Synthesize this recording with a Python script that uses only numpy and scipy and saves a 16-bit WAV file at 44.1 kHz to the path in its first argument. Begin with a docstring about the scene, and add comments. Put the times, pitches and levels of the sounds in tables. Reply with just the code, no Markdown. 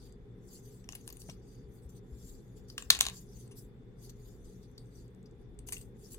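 """Skin hisses along the metal shell of a small toy car, turned by hands close to a two-port microphone: grains of
noise excite the shell's damped resonances. Loose parts tick against it, each a short burst through resonators.
A plastic insert snaps free, drops on the desk mat, bounces and chatters as it settles; short, mostly low swells
in the desk rumble are decaying sines. A small room answers the contacts with noise tails and hums with
ventilation: shaped noise, narrow motor tones and a swelling desk rumble."""
import sys
import numpy as np
from scipy import signal
from scipy.fft import rfft, irfft, next_fast_len
from scipy.io import wavfile
from scipy.ndimage import uniform_filter1d, map_coordinates

SR = 44100
rng = np.random.default_rng(int(sys.argv[2]) if len(sys.argv) > 2 else 0)


def voltage_ratio(decibels):
    """Convert decibels (scalar or array-like) to amplitude ratios, 20 dB per decade."""
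    exponent = np.asarray(decibels, float) / 20
    return 10 ** exponent


def digitize_waveform(pressure):
    """Quantize a signal to 16-bit integers and store it at the path in sys.argv[1].

    Rows of a 2-D input are taken as channels; values are limited to [-1, 1].
    """
    field = np.atleast_2d(pressure).T
    bounded = np.clip(field, -1, 1)
    quanta = np.round(bounded * 32767).astype(np.int16)
    wavfile.write(sys.argv[1], SR, quanta)


N = 272802

# Resonances of the metal shell. Each row: frequency in Hz, width in Hz before added damping, relative level in dB.
SHELL_MODES = [(4700, 300, -3), (6150, 250, -1), (6800, 120, -4), (7380, 120, -2), (7900, 120, -4),
               (8600, 150, -1), (9150, 120, -6), (9880, 130, -2), (10600, 250, -4), (11500, 250, -3),
               (12600, 350, -7), (13700, 250, -8), (14700, 300, -8)]
# Resonances of the plastic insert. Each row: frequency in Hz, width in Hz before added damping, relative level in dB.
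INSERT_MODES = [(2400, 230, -13), (3500, 300, 0.5), (4010, 460, -3.5), (5760, 400, -8.5), (6500, 520, -2),
                (7300, 400, -1.5), (8300, 550, -6), (9450, 550, -1.5), (10900, 500, -1.5), (12020, 700, -9),
                (14100, 830, -9)]


def unit(x):
    """Normalization of signal power: scale to rms 1."""
    return x / np.sqrt(np.mean(x ** 2) + 1e-20)


def along(points, hz):
    """Logarithmic frequency scale: (Hz, value) points are joined by straight lines on it."""
    f, v = np.transpose(points)
    return np.interp(np.log(hz + 1), np.log(f + 1), v)


def wobble(rate):
    """Slow random modulation: a smooth curve through random knots, rate of them a second."""
    knots = rng.standard_normal(int(N * rate / SR) + 4)
    return map_coordinates(knots, [np.arange(N) * rate / SR])


def filtered(x, response):
    """Linear filtering: the spectrum is multiplied by a complex response of frequency."""
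    m = next_fast_len(x.shape[-1] + 8192)
    spectrum = rfft(x, m) * response(np.fft.rfftfreq(m, 1 / SR))
    return irfft(spectrum, m)[..., :x.shape[-1]]


def mode(f, hz, width):
    """Damped resonance: the causal response of one oscillator, with gain 1 at its peak."""
    return 1j * f * width / (hz * hz - f * f + 1j * f * width)


def rush(response, alike):
    """Partial coherence: stereo noise of rms 1 whose mid and side shares set the channel likeness."""
    def shares(hz):
        turn = np.arccos(np.clip(along(alike, hz), -1, 1)) / 2
        return np.array([np.cos(turn), np.sin(turn)])
    noise = rng.standard_normal((2, N))
    mid, side = filtered(noise, lambda hz: response(hz) * shares(hz))
    return unit(np.array([mid + side, mid - side]))


def patchy(x, patchy_db):
    """Time-frequency modulation: random patches of gain, some hundred Hz wide and some ten ms long."""
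    z = signal.stft(x, nperseg=256)[2]
    field = rng.standard_normal(z.shape[1:])
    field = uniform_filter1d(field, size=5, axis=0)
    field = uniform_filter1d(field, size=12, axis=1)
    return signal.istft(z * voltage_ratio(patchy_db * unit(field)), nperseg=256)[1][:, :N]


def ports(x, pan_db, lead):
    """Level and time difference between ports: the right one hears a near source lead seconds later."""
    right = filtered(x[1], lambda hz: np.exp(-2j * np.pi * hz * lead))
    return np.array([x[0] * voltage_ratio(pan_db / 2), right * voltage_ratio(-pan_db / 2)])


def contacts(rows, body, body_db, spread, ring_db, pan_db):
    """Impact excitation: a sharp blow with a rough after-scrape rings its own spot, the body and the desk."""
    # The desk under the mat. Each row: frequency in Hz, width in Hz, relative level in dB.
    mat_modes = [(745, 270, -5), (1086, 130, 0.5), (1700, 500, -5), (2840, 630, 3)]
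    lead = 6.2 / SR  # s, the hands are nearer the left port
    out, t = np.zeros((2, N + SR)), np.arange(2048) / SR

    def soft(f):  # contact time rounds off the treble
        return 1 / (1 + 1j * f / 9000) ** 2

    def desk(f):
        return sum((-1) ** k * voltage_ratio(level) * mode(f, c, w) for k, (c, w, level) in enumerate(mat_modes))

    for s, db, hz, knock_db, t60 in rows:
        burst = rng.standard_normal(len(t)) * voltage_ratio(-60 * t / t60) * (1 - np.exp(-t / (0.064 * t60)))
        burst[0] = 0.016 / t60  # the shorter the contact, the more it is one blow
        # each contact excites the modes anew, and each port faces the part differently
        shared_db = rng.normal(0, 2, (len(body), 1, 1))
        port_db = rng.normal(0, 3, (len(body), 2, 1))
        held = voltage_ratio(body_db + shared_db + port_db)

        def rings(f):
            return sum((-1) ** k * gain * voltage_ratio(level) * mode(f, c, w + spread)
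                       for k, ((c, w, level), gain) in enumerate(zip(body, held)))

        def struck(f):
            spot = mode(f, hz, 5.6 / t60) + voltage_ratio(ring_db) * mode(f, hz, 170)
            return soft(f) * (spot + rings(f))

        click = filtered(burst, struck)
        knock = filtered(burst, desk)
        sound = click / np.abs(click).max() + voltage_ratio(knock_db + 7.0) * knock / np.abs(knock).max()
        placed = ports(sound, pan_db + rng.normal(), lead * rng.uniform(.9, 1.15))
        out[:, round(s * SR):][:, :len(t)] += voltage_ratio(db) * placed
    return out[:, :N]


def taps():
    """Modal excitation by impact: parts knock the shell, the insert falls, and faint ticks ring the shell."""
    # Parts knock the shell. Each row: start in seconds, click level in dB, strongest ring in Hz,
    # desk knock in dB before a common gain, burst decay time over 60 dB in seconds.
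    shell_knocks = [(0.8416, -52.5, 5940, -11, 0.014), (0.8898, -28.5, 6040, -12.5, 0.0052),
                    (0.9231, -37, 6100, -19, 0.0089), (0.9312, -39.5, 2800, -8.5, 0.0099),
                    (0.9506, -33.5, 11050, -15.5, 0.025), (1.0102, -56, 6500, -11, 0.014),
                    (1.0766, -31.5, 9920, -19, 0.008), (1.09, -45, 6240, -9, 0.0073),
                    (1.1018, -38.5, 13000, -18.5, 0.0059), (1.1054, -43, 4470, -12, 0.008),
                    (1.126, -37.5, 12600, -30, 0.007), (1.1305, -44, 6900, -19, 0.0062),
                    (1.1695, -39.5, 9500, -19, 0.007), (1.2178, -44, 5600, -16, 0.007),
                    (1.2885, -52.5, 1430, -11, 0.013), (1.2955, -39.5, 5720, -10, 0.023),
                    (2.6997, -37, 4800, -25.5, 0.016), (2.7796, -24, 3030, -17.5, 0.011),
                    (2.823, -35.5, 7300, -9.5, 0.008), (3.4755, -53, 8120, -16, 0.015),
                    (3.509, -51, 9880, -12, 0.081), (4.0936, -44, 6040, -18, 0.022),
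                    (4.778, -39.5, 4490, -28, 0.02), (5.256, -56, 4930, -22, 0.045),
                    (5.5889, -42.5, 8600, -16.5, 0.0143), (5.6869, -31, 10400, -19, 0.008),
                    (5.6895, -38, 8300, -15, 0.016), (5.691, -41.5, 2820, -14, .015),
                    (5.7225, -27, 8680, -17.5, 0.012), (5.7235, -43, 2120, -19, 0.048),
                    (5.7273, -28, 11200, -31, 0.008), (5.7295, -29, 8700, -24.5, .022),
                    (5.732, -45, 2782, -20, 0.04), (5.7425, -38, 6500, -23, 0.021),
                    (5.7657, -39.5, 2760, -38.5, 0.026), (5.7813, -39, 8470, -34, 0.0094),
                    (5.8108, -44.5, 8240, -19.5, 0.024), (6.1424, -42.5, 8000, -16, 0.026)]
    # The insert snaps free, lands and bounces. Each row: start in seconds, click level in dB,
    # strongest ring in Hz, desk knock in dB before a common gain, burst decay time over 60 dB in seconds.
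    insert_drop = [(2.9015, -24.5, 5863, -20, 0.0022), (2.9031, 0, 4293, -25, 0.0065),
                   (2.9060, 1, 6590, -23.5, 0.0026), (2.9092, -22.5, 6800, -20, 0.0073),
                   (2.9895, -24.5, 3570, -14, 0.0097), (2.9939, -31, 3552, -16.5, 0.0058),
                   (3.0057, -17, 3490, -17.5, 0.0061), (3.0094, 1.5, 7820, -23.5, 0.00092),
                   (3.0125, -23.5, 6500, -17, 0.009), (3.0205, -27, 7200, -12, 0.0034),
                   (3.0530, -21.5, 3910, -16.5, 0.0054), (3.0655, -16, 3895, -19.5, 0.0025),
                   (3.0672, -21, 6500, -16.5, 0.0075), (3.0855, -23, 6000, -14.5, 0.003),
                   (3.0975, -34, 3510, -12, 0.008)]
    # A faint, nearly even ticking. Each row: start in seconds, click level in dB.
    faint_ticks = [(0.1238, -51.5), (4.567, -66), (4.7145, -62), (4.795, -58.5), (4.858, -60), (4.935, -65),
                   (5.08, -59), (5.1477, -59.5), (5.229, -59), (5.3113, -60)]
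    ticks = [(s, db, 7650, -40, .007) for s, db in faint_ticks]
    knocking = contacts(shell_knocks, SHELL_MODES, -12.0, 290, ring_db=-1.5, pan_db=5)
    falling = contacts(insert_drop + rattle(), INSERT_MODES, -2, 500, ring_db=-18, pan_db=3.25)
    ticking = contacts(ticks, SHELL_MODES, -2, 400, ring_db=7, pan_db=-0.5)
    return knocking + falling + ticking


def rattle(count=50):
    """Loss of energy in repeated impacts: random contacts of the settling insert tend to weaken with time."""
    start_s, end_s = 2.911, 3.11
    loudest_db, fade_db, knock_db, t60_s = -24.5, 11.5, -15, 0.0037
    when, size, pick = rng.random((count, 3)).T
    when = when ** 1.2  # denser at the start
    level_db = loudest_db - fade_db * (when + size)
    rows = []
    for w, db, p in zip(when, level_db, pick):
        hz = INSERT_MODES[1 + int(p * len(INSERT_MODES) / 2)][0]  # one of the lower modes
        rows.append((start_s + (end_s - start_s) * w, db, hz, knock_db, t60_s))
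    return rows


def rubbing():
    """Friction noise with selective damping: skin slides in fine grains; the grip frees rings near one pitch."""
    # Friction spectrum. Each row: frequency in Hz, relative level in dB per Hz.
    skin_spectrum = [(1500, -120), (2500, -20.5), (4500, -7), (6200, -5.5), (8000, -8), (15000, -10),
                     (17000, -23)]
    level_db, ring_hz = strokes()
    free_hz = uniform_filter1d(ring_hz, size=600)  # a grip holds, then changes quickly
    grain = voltage_ratio(1.1 * wobble(500) + 0.97 * wobble(70)) * rng.standard_normal((2, N))
    skin = unit(filtered(grain, lambda f: voltage_ratio(along(skin_spectrum, f))))
    skin = patchy(skin, patchy_db=4.5)
    high = filtered(skin, lambda f: 1 / (1 + (8000 / (f + 1)) ** 4))
    tilt_db = 7 * np.log2(free_hz / 7500)  # a higher ring comes with a brighter hiss
    sound = voltage_ratio(tilt_db) * high + voltage_ratio(-tilt_db) * (skin - high)
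    for hz, width, db in SHELL_MODES:
        octaves_off = np.abs(np.log2(free_hz / hz))
        freed_db = -70 * np.minimum(octaves_off, .17) + 2.8 * wobble(18)
        freed_db += .6 * np.minimum(level_db + 80, 0)  # a light touch hardly rings the shell
        ring = unit(filtered(grain, lambda f: mode(f, hz, width + 95) ** 2))
        sound += voltage_ratio(db - 1.5 + freed_db) * ring
    loud = np.sqrt(np.abs(uniform_filter1d(np.mean(sound ** 2, 0), size=2000)))
    return voltage_ratio(level_db) * voltage_ratio([[1.2], [-1.2]]) * sound / loud


def strokes():
    """Dominance of the strongest excitation: the loudest stroke of the moment sets level and freed ring."""
    # Fingers slide along the shell. Each row: time of the maximum in seconds, level there in dB,
    # swell and fade in seconds over 20 dB, best-freed ring in Hz.
    slides = [(0.057, -64.5, 0.28, 0.1, 4700), (.554, -54.5, 0.11, 0.074, 7450),
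              (.655, -62, 0.058, 0.17, 6090), (.74, -65.5, 0.36, 0.18, 7700),
              (1.085, -59.5, 0.057, 0.029, 9300), (1.16, -66, 0.11, 0.11, 9370),
              (1.205, -53.5, 0.021, 0.068, 10900), (1.303, -58, 0.12, 0.068, 5370),
              (1.518, -67.5, 0.17, 0.2, 4700), (1.76, -68.5, 0.1, 0.099, 11500),
              (1.847, -69.5, 0.086, 0.044, 8600), (1.981, -65, 0.14, 0.022, 5770),
              (2.29, -58.5, 0.21, 0.15, 7270), (2.45, -76, 0.22, 0.87, 6900),
              (2.576, -64, 0.032, 0.05, 6900), (3.17, -52.5, 0.097, 0.091, 7070),
              (3.403, -59.5, 0.2, 0.1, 6137), (3.572, -54, 0.019, 0.091, 10220),
              (4.045, -57.5, 0.065, 0.094, 6014), (4.279, -65.5, 0.2, 0.18, 6800),
              (4.529, -69.5, 0.3, 0.15, 6240), (4.637, -67.5, 0.039, 0.058, 4700),
              (4.973, -64.5, 0.095, 0.13, 4700), (5.415, -79, 0.061, 0.094, 4680),
              (5.815, -59, 0.1, 0.054, 8560), (6.04, -60.5, 0.08, 0.29, 7000),
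              (6.13, -50, 0.044, 0.042, 9700)]
    # A fingertip loses its grip and skids. Each row: time of the maximum in seconds, level there in dB,
    # fade in seconds over 20 dB, best-freed ring in Hz.
    slips = [(.895, -64, 0.7, 6460), (1.895, -61, 0.04, 7540), (2.685, -61.5, 0.12, 6400),
             (2.781, -53, 0.12, 7300), (4.102, -53, 0.01, 6190), (4.443, -66, 0.4, 6200),
             (4.783, -74.5, 0.7, 8600), (5.673, -50.5, 0.11, 9900), (5.7245, -44, 0.0948, 8600)]
    slip_swell_s, resting_db = 0.0068, -87.5  # a slip starts at once; still fingers
    rounded, pointed = 1.2, 1  # exponents of the stroke's top
    t = np.arange(N) / SR
    level_db, ring_hz = np.full(N, resting_db), np.full(N, 7500.)
    rows = [row + (rounded,) for row in slides]
    rows += [(s, db, slip_swell_s, fade, hz, pointed) for s, db, fade, hz in slips]
    for s, db, swell, fade, hz, bend in rows:
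        distance = np.maximum(s - t, 0) / swell + np.maximum(t - s, 0) / fade
        stroke_db = db - 20 * distance ** bend
        ring_hz = np.where(stroke_db > level_db, hz, ring_hz)
        level_db = np.maximum(stroke_db, level_db)
    return level_db, ring_hz


def low_swells():
    """Damped oscillation: each short swell in the desk rumble is a sine that rises once and decays."""
    # Short, mostly low swells. Each row: start in seconds, relative level in dB, frequency in Hz.
    swell_rows = [(1.288, -36, 146), (1.291, -38.5, 640), (1.635, -41, 54.7), (1.685, -43, 54.3),
                  (1.852, -36.5, 64.4), (2.119, -34.5, 60), (2.23, -39.5, 55), (2.857, -40, 60),
                  (2.974, -37, 61), (3.06, -39, 53.6), (3.349, -40, 60)]
    out, t = np.zeros(N + SR), np.arange(SR // 8) / SR
    for s, db, hz in swell_rows:
        cycles = hz * t
        envelope = 2 * cycles * np.exp(-1.3 * cycles)
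        out[round(s * SR):][:len(t)] += voltage_ratio(db) * envelope * np.sin(2 * np.pi * cycles)
    return out[:N] * voltage_ratio([[2], [-2]])


def room(x):
    """Reverberant decay: each frequency dies at its own speed; every stretch of sound meets a new tail."""
    # Reverberation. Each row: frequency in Hz, decay time over 60 dB in seconds.
    decay_times = [(500, 0.26), (1600, 0.3), (2800, .17), (4200, 0.19), (11000, 0.12)]
    out, step = np.zeros((2, N + SR)), SR // 10
    for start in range(0, N, step):
        hz, t, z = signal.stft(rng.standard_normal((2, SR // 4)), SR, nperseg=256)
        decay = voltage_ratio(-60 * t / along(decay_times, hz)[:, None])
        tail = signal.istft(z * decay, SR, nperseg=256)[1]
        wet = signal.fftconvolve(x[:, start:start + step], tail / np.linalg.norm(tail[0]), axes=1)
        out[:, start + 90:][:, :wet.shape[1]] += wet  # the tail sets in 90 samples late
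    return out[:, :N]


def room_air():
    """Broadband and narrowband noise: steady ventilation with motor tones, over a desk rumble that swells."""
    # Ventilation and hiss. Each row: frequency in Hz, relative level in dB per Hz.
    air_spectrum = [(53, -46), (90, -17.5), (114, -1.5), (155, -12), (189, -12), (268, -11.5), (312, -20.5),
                    (333, -14.5), (472, -15.5), (613, -35), (814, -30.5), (869, -35), (1100, -37),
                    (2000, -39.5), (2700, -47), (3510, -48), (16500, -78.5)]
    # Desk rumble. Each row: frequency in Hz, relative level in dB per Hz.
    rumble_spectrum = [(12, -41.5), (25, -2), (55, 3), (80, -8.5), (110, -24.5), (200, -120)]
    # Motor tones. Each row: frequency in Hz, rms level in dB before panning, resonator width in Hz.
    motor_tones = [(120.3, -61.5, 2.4), (185.8, -63.5, 7.2), (409.3, -65.5, 36), (3520, -84, 220)]
    # Coherence of the ports. 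Each row: frequency in Hz, left-right likeness (1 is identical).
    likeness = [(60, .9), (130, .96), (290, .87), (640, .6), (1400, 0)]
    air = rush(lambda f: voltage_ratio(along(air_spectrum, f)), likeness)
    air = voltage_ratio(-54.5) * unit(patchy(air, patchy_db=0.68))
    tones = sum(voltage_ratio(db) * rush(lambda f: mode(f, hz, width) ** 2, likeness) for hz, db, width in motor_tones)
    rumble = rush(lambda f: voltage_ratio(along(rumble_spectrum, f)), [(50, .8)])
    rumble = voltage_ratio(-57 + 1.5 * wobble(3)) * rumble
    return (air + tones + rumble) * voltage_ratio([[.6], [-.6]])


def scene():
    """Superposition: contacts with their room tail, rubbing, low swells and the room's air add up."""
    hits = taps()
    return hits + voltage_ratio(-11) * room(hits) + rubbing() + low_swells() + room_air()


def band_limit(x):
    """A steep low-pass at the top of the band."""
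    return signal.sosfilt(signal.butter(12, 17000, fs=SR, output="sos"), x)


def record(dry):
    """Saturation and band limiting: peaks bend smoothly toward a ceiling, then the top of the treble is cut."""
    ceiling, top_hz = .9, 16000
    bent = dry / (1 + np.abs(dry / ceiling) ** 4) ** .25
    mix = filtered(bent, lambda hz: hz < top_hz)
    return band_limit(mix)


dry = scene()
out = record(dry)
digitize_waveform(out)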